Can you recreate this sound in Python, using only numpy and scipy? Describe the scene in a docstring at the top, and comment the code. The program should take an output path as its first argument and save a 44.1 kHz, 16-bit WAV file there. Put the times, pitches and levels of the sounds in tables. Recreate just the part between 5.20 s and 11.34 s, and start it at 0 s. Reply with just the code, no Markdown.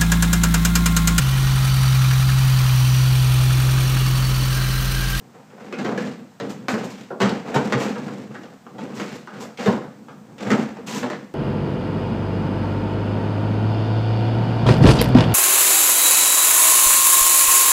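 """A hard plastic paddling pool, shoved by a dog over wet concrete in a fenced yard.
The thin shell buckles, snaps and slaps down, and its floor booms; between blows the rim grinds over grit
and swishes through the wet. Fence and house throw everything back over faint outdoor air.
Heard from some metres away on a small mono microphone."""
import sys
import numpy as np
from scipy import signal
from scipy.io import wavfile
from scipy.ndimage import uniform_filter1d

SR = 44100
rng = np.random.default_rng(int(sys.argv[2]) if len(sys.argv) > 2 else 0)


def store_wav(level_fs):
    """Save 16-bit WAV to argv[1]."""
    pcm = np.round(np.clip(np.atleast_2d(level_fs), -1, 1) * 32767)
    wavfile.write(sys.argv[1], SR, pcm.T.astype(np.int16))


N = 270774

# broad resonances of the shell: f/Hz, width/Hz, lift/dB
SHELL_MODES = [(132.5, 19, 6.5), (208, 44, 6), (252, 13, 3.5), (488, 35, 4), (769, 126, 5), (1230, 260, 1),
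               (1520, 19, 1.5), (1780, 13, -2.5), (1830, 35, -0.5), (2810, 180, 2)]
# ring time of the shell: f/Hz, t60/s
SHELL_DECAY = [(130, 0.19), (500, 0.27), (2000, 0.12), (6000, 0.15), (14000, 0.035)]
# spectrum of a tick on wet ground: f/Hz, level/dB
WET_SPECTRUM = [(590, -30), (1000, 3.5), (1080, -5), (1750, -15), (2030, -12), (7530, -11.5), (9280, -25.5),
                (14600, -26.5), (15500, -38), (16000, -40)]


def amp(db):
    """Decibels to gain."""
    return 10 ** (np.asarray(db) / 20)


def unit(x):
    """Scales to rms 1."""
    return x / np.sqrt(np.mean(x ** 2) + 1e-20)


def loudest(x, size=880):
    """Rms of the loudest fiftieth of a second."""
    return np.sqrt(uniform_filter1d(x ** 2, size).max() + 1e-20)


def lookup(points, hz):
    """Reads a table on a log-frequency axis."""
    f, value = np.transpose(points)
    return np.interp(np.log(hz + 1), np.log(f + 1), value)


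def add(mix, start_s, sound):
    """Mixes a sound in at its start time."""
    part = mix[max(round(start_s * SR), 0):][:len(sound)]
    part += sound[:len(part)]


def colour(x, spectrum, modes=(), size=8192):
    """Causal filter: a smooth spectrum with resonances standing out of it."""
    hz = abs(np.fft.fftfreq(size, 1 / SR))
    resonance_db = sum(lift / (1 + (2 * (hz - f) / width) ** 2) for f, width, lift in modes)
    log_gain = np.log(amp(lookup(spectrum, hz) + resonance_db))
    minimum_phase = np.exp(np.conj(signal.hilbert(log_gain)))
    response = np.fft.ifft(minimum_phase).real[:size // 2]
    return signal.fftconvolve(x, response)[:len(x)]


def split(x, edges_hz, order=4):
    """Cuts a sound into bands, lowest first."""
    bands = []
    for hz in edges_hz:
        bands.append(signal.sosfilt(signal.butter(order, hz, "low", fs=SR, output="sos"), x))
        x = signal.sosfilt(signal.butter(order, hz, "high", fs=SR, output="sos"), x)
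    return bands + [x]


def clicks(length, per_s, spread_db):
    """Random clicks: many small, a few large."""
    sizes = amp(spread_db * np.minimum(rng.exponential(1, length), 4))
    signs = rng.choice([-1, 1], length)
    return unit(sizes * signs * (rng.random(length) < per_s / SR))


def stroke(t, length, rise_s, stop_db_per_s, sag_db_per_s=19):
    """Envelope of a push: it takes hold, tires, and the pool slides to rest."""
    fall_db = sag_db_per_s * np.clip(t, 0, length) + stop_db_per_s * np.maximum(t - length, 0)
    return np.clip(t / rise_s, 0, 1) * amp(-fall_db)


def diffuse(x, t60s, size):
    """A dense cloud of modes or echoes: each band stores the energy it is given and lets it leak away."""
    frames = dict(fs=SR, nperseg=size, noverlap=size * 3 // 4)
    hz, t, spectra = signal.stft(x, **frames)
    retained = np.exp(-2 * np.log(1000) * t[1] / lookup(t60s, hz))
    energy = (1 - retained) * uniform_filter1d(abs(spectra.T) ** 2, size=2)
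    for k in range(1, len(t)):
        energy[k] += retained * energy[k - 1]
    hiss = signal.stft(rng.standard_normal(len(x)), **frames)[2]
    cloud = np.sqrt(abs(energy.T)) * hiss / hiss.std()
    return signal.istft(cloud, **frames)[1][:len(x)]


def air(level_db=-50):
    """Faint steady outdoor background."""
    # spectrum of the quiet yard: f/Hz, level/dB
    air_spectrum = [(25, -2), (70, -18), (130, 4.5), (240, 7), (405, -24), (700, -5), (1500, -13.5),
                    (3000, -22), (7900, -23), (9800, -35), (15000, -31.5)]
    return amp(level_db) * unit(colour(rng.standard_normal(N), air_spectrum))


def yard(x, tail_db=-11, delay_s=.024):
    """The direct sound, then its scatter off fence, house and furniture a moment later."""
    # reverberation of the yard: f/Hz, t60/s
    yard_decay = [(130, 0.33), (500, 0.08), (2000, 0.6), (6000, 0.56), (14000, 0.12)]
    out = x.copy()
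    add(out, delay_s, amp(tail_db) * diffuse(x, yard_decay, size=1024))
    return out


def shoves(step=64):
    """Strength of shudder, grinding and grit over time: the dog's pushes on top of a light contact."""
    # pushes on the rim: t/s, length/s, grinding/dB, shudder re grinding/dB, grit re grinding/dB
    pushes = [ (0.0, 0.045, -57.5, 14.5, -15), (0.126, 0.076, -45.5, -24, -19),
              (0.279, .08, -45.5, -9, -18), (0.391, 0.24, -41, -1, -12.5), (0.572, .1, -35, 5.5, -9),
              (0.664, 0.072, -27, 0, -19), (0.771, 0.12, -34.5, 7, -7.5), (0.968, 0.066, -50.5, 10, -18),
              (1.213, 0.1, -36, 6.5, -12), (1.385, 0.14, -49.5, 12, -14), (1.553, 0.11, -34, 5.5, -10),
              (1.69, 0.15, -48.5, 8.5, 0.5), (2.045, 0.12, -28.5, 1.5, -15),
              (2.245, 0.18, -29, -5.5, -15.5), (2.41, .1, -30.5, 5.5, -10), (2.568, 0.14, -28.5, 3.5, -10),
              (2.766, 0.28, -37.5, 7.5, -9.5), (3.1, 0.21, -41, 4, -13), (3.448, 0.16, -50, 10.5, -13),
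              (3.583, 0.14, -36.5, 6, -12), (3.76, 0.19, -37.5, 6.5, -3.5), (4.125, 0.087, -43.5, 7, -7),
              (4.202, 0.032, -34, -2, -15), (4.381, 0.13, -29, -6, -8), (4.515, 0.11, -31.5, 2, -39),
              (4.763, 0.26, -58.5, 19, -22), (5.08, 0.15, -50.5, 9.5, -35), (5.196, .05, -32.5, 3.5, -8),
              (5.253, .19, -26, 4, -13.5), (5.49, 0.26, -41.5, 5, -18), (5.663, 0.16, -35, 5.5, -3.5),
              (5.911, .12, -44, 9.5, -13)]
    # while the dog just holds the pool: shudder/dB, grinding/dB, grit/dB
    held_db = [-58, -60, -81.5]
    time = np.arange(N) / SR
    t = time[::step]
    power = amp(held_db)[:, None] ** 2
    for start, length, db, shudder_db, grit_db in pushes:
        push = stroke(t - start, length, rise_s=0.015, stop_db_per_s=161)
        gains = amp([db + shudder_db, db, db + grit_db])
        power = power + np.outer(gains, push) ** 2
    return [np.interp(time, t, np.sqrt(band)) for band in power]


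def grit_pops(grit, gain_db=-14):
    """Single grains of grit pop under the rim, more loudly the harder it grinds."""
    pops = clicks(N, per_s=18, spread_db=4)
    ringing = .5 * diffuse(pops, SHELL_DECAY, size=64)
    return amp(gain_db) * grit * unit(colour(pops + ringing, WET_SPECTRUM))


def wet_swishes(gain_db=0.5):
    """Fast sliding over wet grit: a dense spray of tiny ticks."""
    # quick slides: t/s, length/s, relative level/dB
    slides = [(1.29, 0.018, -41), (1.481, 0.04, -36.5), (1.633, 0.02, -41), (1.695, 0.02, -45.5),
              (1.996, 0.038, -41.5), (2.339, 0.012, -35.5), (2.589, 0.048, -37), (3.741, 0.071, -45.5),
              (3.943, 0.01, -45), (4.198, .035, -40.5), (4.457, 0.01, -39), (5.662, 0.071, -36),
              (5.739, 0.043, -34)]
    out, t = np.zeros(N), np.arange(SR // 3) / SR
    for start, length, db in slides:
        spray = unit(colour(clicks(len(t), per_s=6700, spread_db=1.0), WET_SPECTRUM))
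        envelope = stroke(t, length, rise_s=0.011, stop_db_per_s=324)
        add(out, start, amp(db + gain_db) * spray * envelope)
    return out


def rim_drag(shudder, grinding, grit, gain_db=-1.5):
    """The rim catches and slips on the rough ground; the slips come in clumps and rattle the shell."""
    # spectrum of the rim on concrete: f/Hz, level/dB
    grind_spectrum = [(30, -40), (64, -29.5), (121, -6), (220, 3.5), (345, -7), (491, -6), (630, -13),
                      (1500, -20.5), (3000, -29), (7500, -36.5), (9800, -52), (15500, -54.5)]
    clumps = amp(1.8 * unit(uniform_filter1d(rng.standard_normal(N), size=500)))
    slips = clumps * clicks(N, per_s=2600, spread_db=4.0)
    rattle = 0.97 * slips + diffuse(slips, SHELL_DECAY, size=128)
    low, mid, high = split(colour(rattle, grind_spectrum, SHELL_MODES), edges_hz=[400, 2000])
    return amp(gain_db) * (shudder * unit(low) + grinding * unit(mid) + grit * unit(high))


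def floor_booms(rise_s=0.019, sag=0.027, sag_s=0.079, octave_db=-12, tub_hz=126, tub_db=-11, gain_db=-4.5):
    """The wide floor pops through: its low modes swell and die, sagging in pitch; the tub hums along."""
    # flexes of the floor: t/s, f/Hz, relative level/dB, t60/s
    flexes = [(1.526, 211.5, -15.5, 0.079), (2.018, 197.4, -10, .14), (2.351, 136, -16, 0.17),
              (2.536, 130.6, -16, 0.3), (2.603, 208, -32, 0.13), (3.087, 208, -31.5, 0.081),
              (4.473, 198, -8, 0.059), (5.269, 128.8, -24, .2), (5.308, 209.6, -13, 0.17),
              (5.826, 242.6, -19, 0.13)]
    out, t = np.zeros(N), np.arange(SR // 2) / SR
    tub = amp(tub_db) * np.sin(2 * np.pi * tub_hz * t)
    swell = 1 - np.exp(-(t / rise_s) ** 2)
    for start, hz, db, t60 in flexes:
        phase = 2 * np.pi * hz * np.cumsum(1 + sag * np.exp(-t / sag_s)) / SR
        floor = np.sin(phase) + amp(octave_db) * np.sin(2 * phase)
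        boom = (floor + tub) * swell * np.exp(-np.log(1000) * t / t60)
        add(out, start, amp(db + gain_db) * boom / loudest(boom))
    return out


def shell_ring(length, size=128):
    """The shell's answer to one tap: a dense cloud of modes, the high ones dying first; energy 1."""
    hz, t, noise = signal.stft(rng.standard_normal(length), SR, nperseg=size)
    decay = np.exp(-np.log(1000) * t / lookup(SHELL_DECAY, hz)[:, None])
    tail = signal.istft(noise * decay, SR, nperseg=size)[1]
    return tail / np.linalg.norm(tail)


def shell_blows(panel_db=7, firm_db=-25, tick_db=-9, tick_s=.005):
    """A first snap sets off a run of small buckles; each rings the shell and the panel that gave way."""
    # snaps and slaps: t/s, level/dB, contact hardness/dB, panel f/Hz, crumpling time/s
    blows = [ (0.379, -43.5, -17, 600, .016), (0.526, -30, -8.5, 2480, 0.022), (0.588, -33, -6, 466, 0.026),
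             (0.647, -26.5, -10, 930, 0.02), (0.777, -26, -7.5, 1760, 0.024),
             (1.200, -29.5, -9.5, 476, 0.018), (1.484, -22.5, -5, 2370, 0.027),
             (1.541, -27, -8, 540, 0.0093), (1.904, -29.5, -27, 594, .025), (2.003, -19, -11, 1260, 0.03),
             (2.017, -24, -4, 930, 0.05), (2.094, -44.5, 11, 4230, .0014), (2.343, -21, -10.5, 860, 0.02),
             (2.360, -19, -15.5, 870, .019), (2.524, -19.5, -6.5, 2100, 0.015),
             (2.603, -29.5, -6.5, 2420, 0.044), (2.757, -32, -16, 1330, 0.0085),
             (2.881, -36, -9, 1260, 0.0083), (3.146, -38.5, -8.5, 1840, 0.029),
             (3.234, -42.5, -7, 564, 0.018), (3.466, -40.5, -15.5, 1150, 0.0064),
             (3.549, -44, -30, 650, .014), (3.583, -36, -12, 885, 0.011), (3.799, -30, -6.5, 2170, 0.016),
             (4.073, -37, -11.5, 1260, 0.078), (4.374, -48.5, 8.5, 2380, .03),
             (4.459, -20, -12.5, 470, 0.014), (4.473, -20.5, -17, 910, 0.025),
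             (4.884, -40, -14, 1300, 0.041), (5.182, -44.5, -1, 2360, 0.027),
             (5.304, -22.5, -5, 2020, 0.015), (5.316, -23.5, -5.5, 1890, 0.017),
             (5.569, -39, -12.5, 640, 0.015), (5.829, -27, -11.5, 610, 0.035),
             (5.901, -29.5, -8, 1750, 0.038)]
    # spectrum of the struck shell: f/Hz, level/dB
    shell_spectrum = [(30, -40), (70, -43), (121, -12), (209, 1.5), (320, -6), (479, -9), (680, -17),
                      (1500, -17.5), (2300, -26.5), (3200, -28), (7700, -39.5), (9800, -51.5), (15500, -44)]
    out, t = np.zeros(N), np.arange(SR // 3) / SR
    for start, level, hardness, panel_hz, crumple_s in blows:
        force = 0.11 * clicks(len(t), per_s=1300, spread_db=3.0) * np.exp(-t / crumple_s)
        force[0] += min(2.96 * amp(0.83 * hardness), 1.55)  # a harder contact snaps more sharply
        shell = 0.97 * force + signal.fftconvolve(force, shell_ring(len(t)))[:len(t)]
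        contact_hz = 24000 * amp(hardness)  # a soft contact dulls the blow
        shell = signal.lfilter([1], [1, -np.exp(-2 * np.pi * contact_hz / SR)], shell)
        panel_mode = (panel_hz, 0.33 * panel_hz, panel_db)
        shell = colour(shell, shell_spectrum, [*SHELL_MODES, panel_mode])
        body, clack, crack, _ = split(shell, edges_hz=[400, 2000, 9000])
        body_db = -7.5 + 0.34 * (level - firm_db)  # firmer blows carry more bass
        tick = colour(rng.standard_normal(len(t)) * np.exp(-t / tick_s), WET_SPECTRUM)
        for part, db in [(body, body_db), (clack, 0), (crack, hardness), (tick, hardness + tick_db)]:
            add(out, start, amp(level + db) * part / loudest(part))
    return out


def scene():
    """The pool, heard from some metres across the yard."""
    shudder, grinding, grit = shoves()
    knocks = shell_blows() + floor_booms()
    sliding = rim_drag(shudder, grinding, grit) + wet_swishes() + grit_pops(grit)
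    return (yard(knocks + sliding) + air())[None]


def record(dry, bass_cut_hz=60, top_hz=15550):
    """A small mono microphone, thin in the deep bass, with a steep band limit."""
    thin = signal.sosfilt(signal.butter(2, bass_cut_hz, "high", fs=SR, output="sos"), dry)
    band_limit = signal.firwin(511, top_hz, window=("kaiser", 9), fs=SR)
    return signal.oaconvolve(thin, band_limit[None], "same")


dry = scene()
out = record(dry)
store_wav(out)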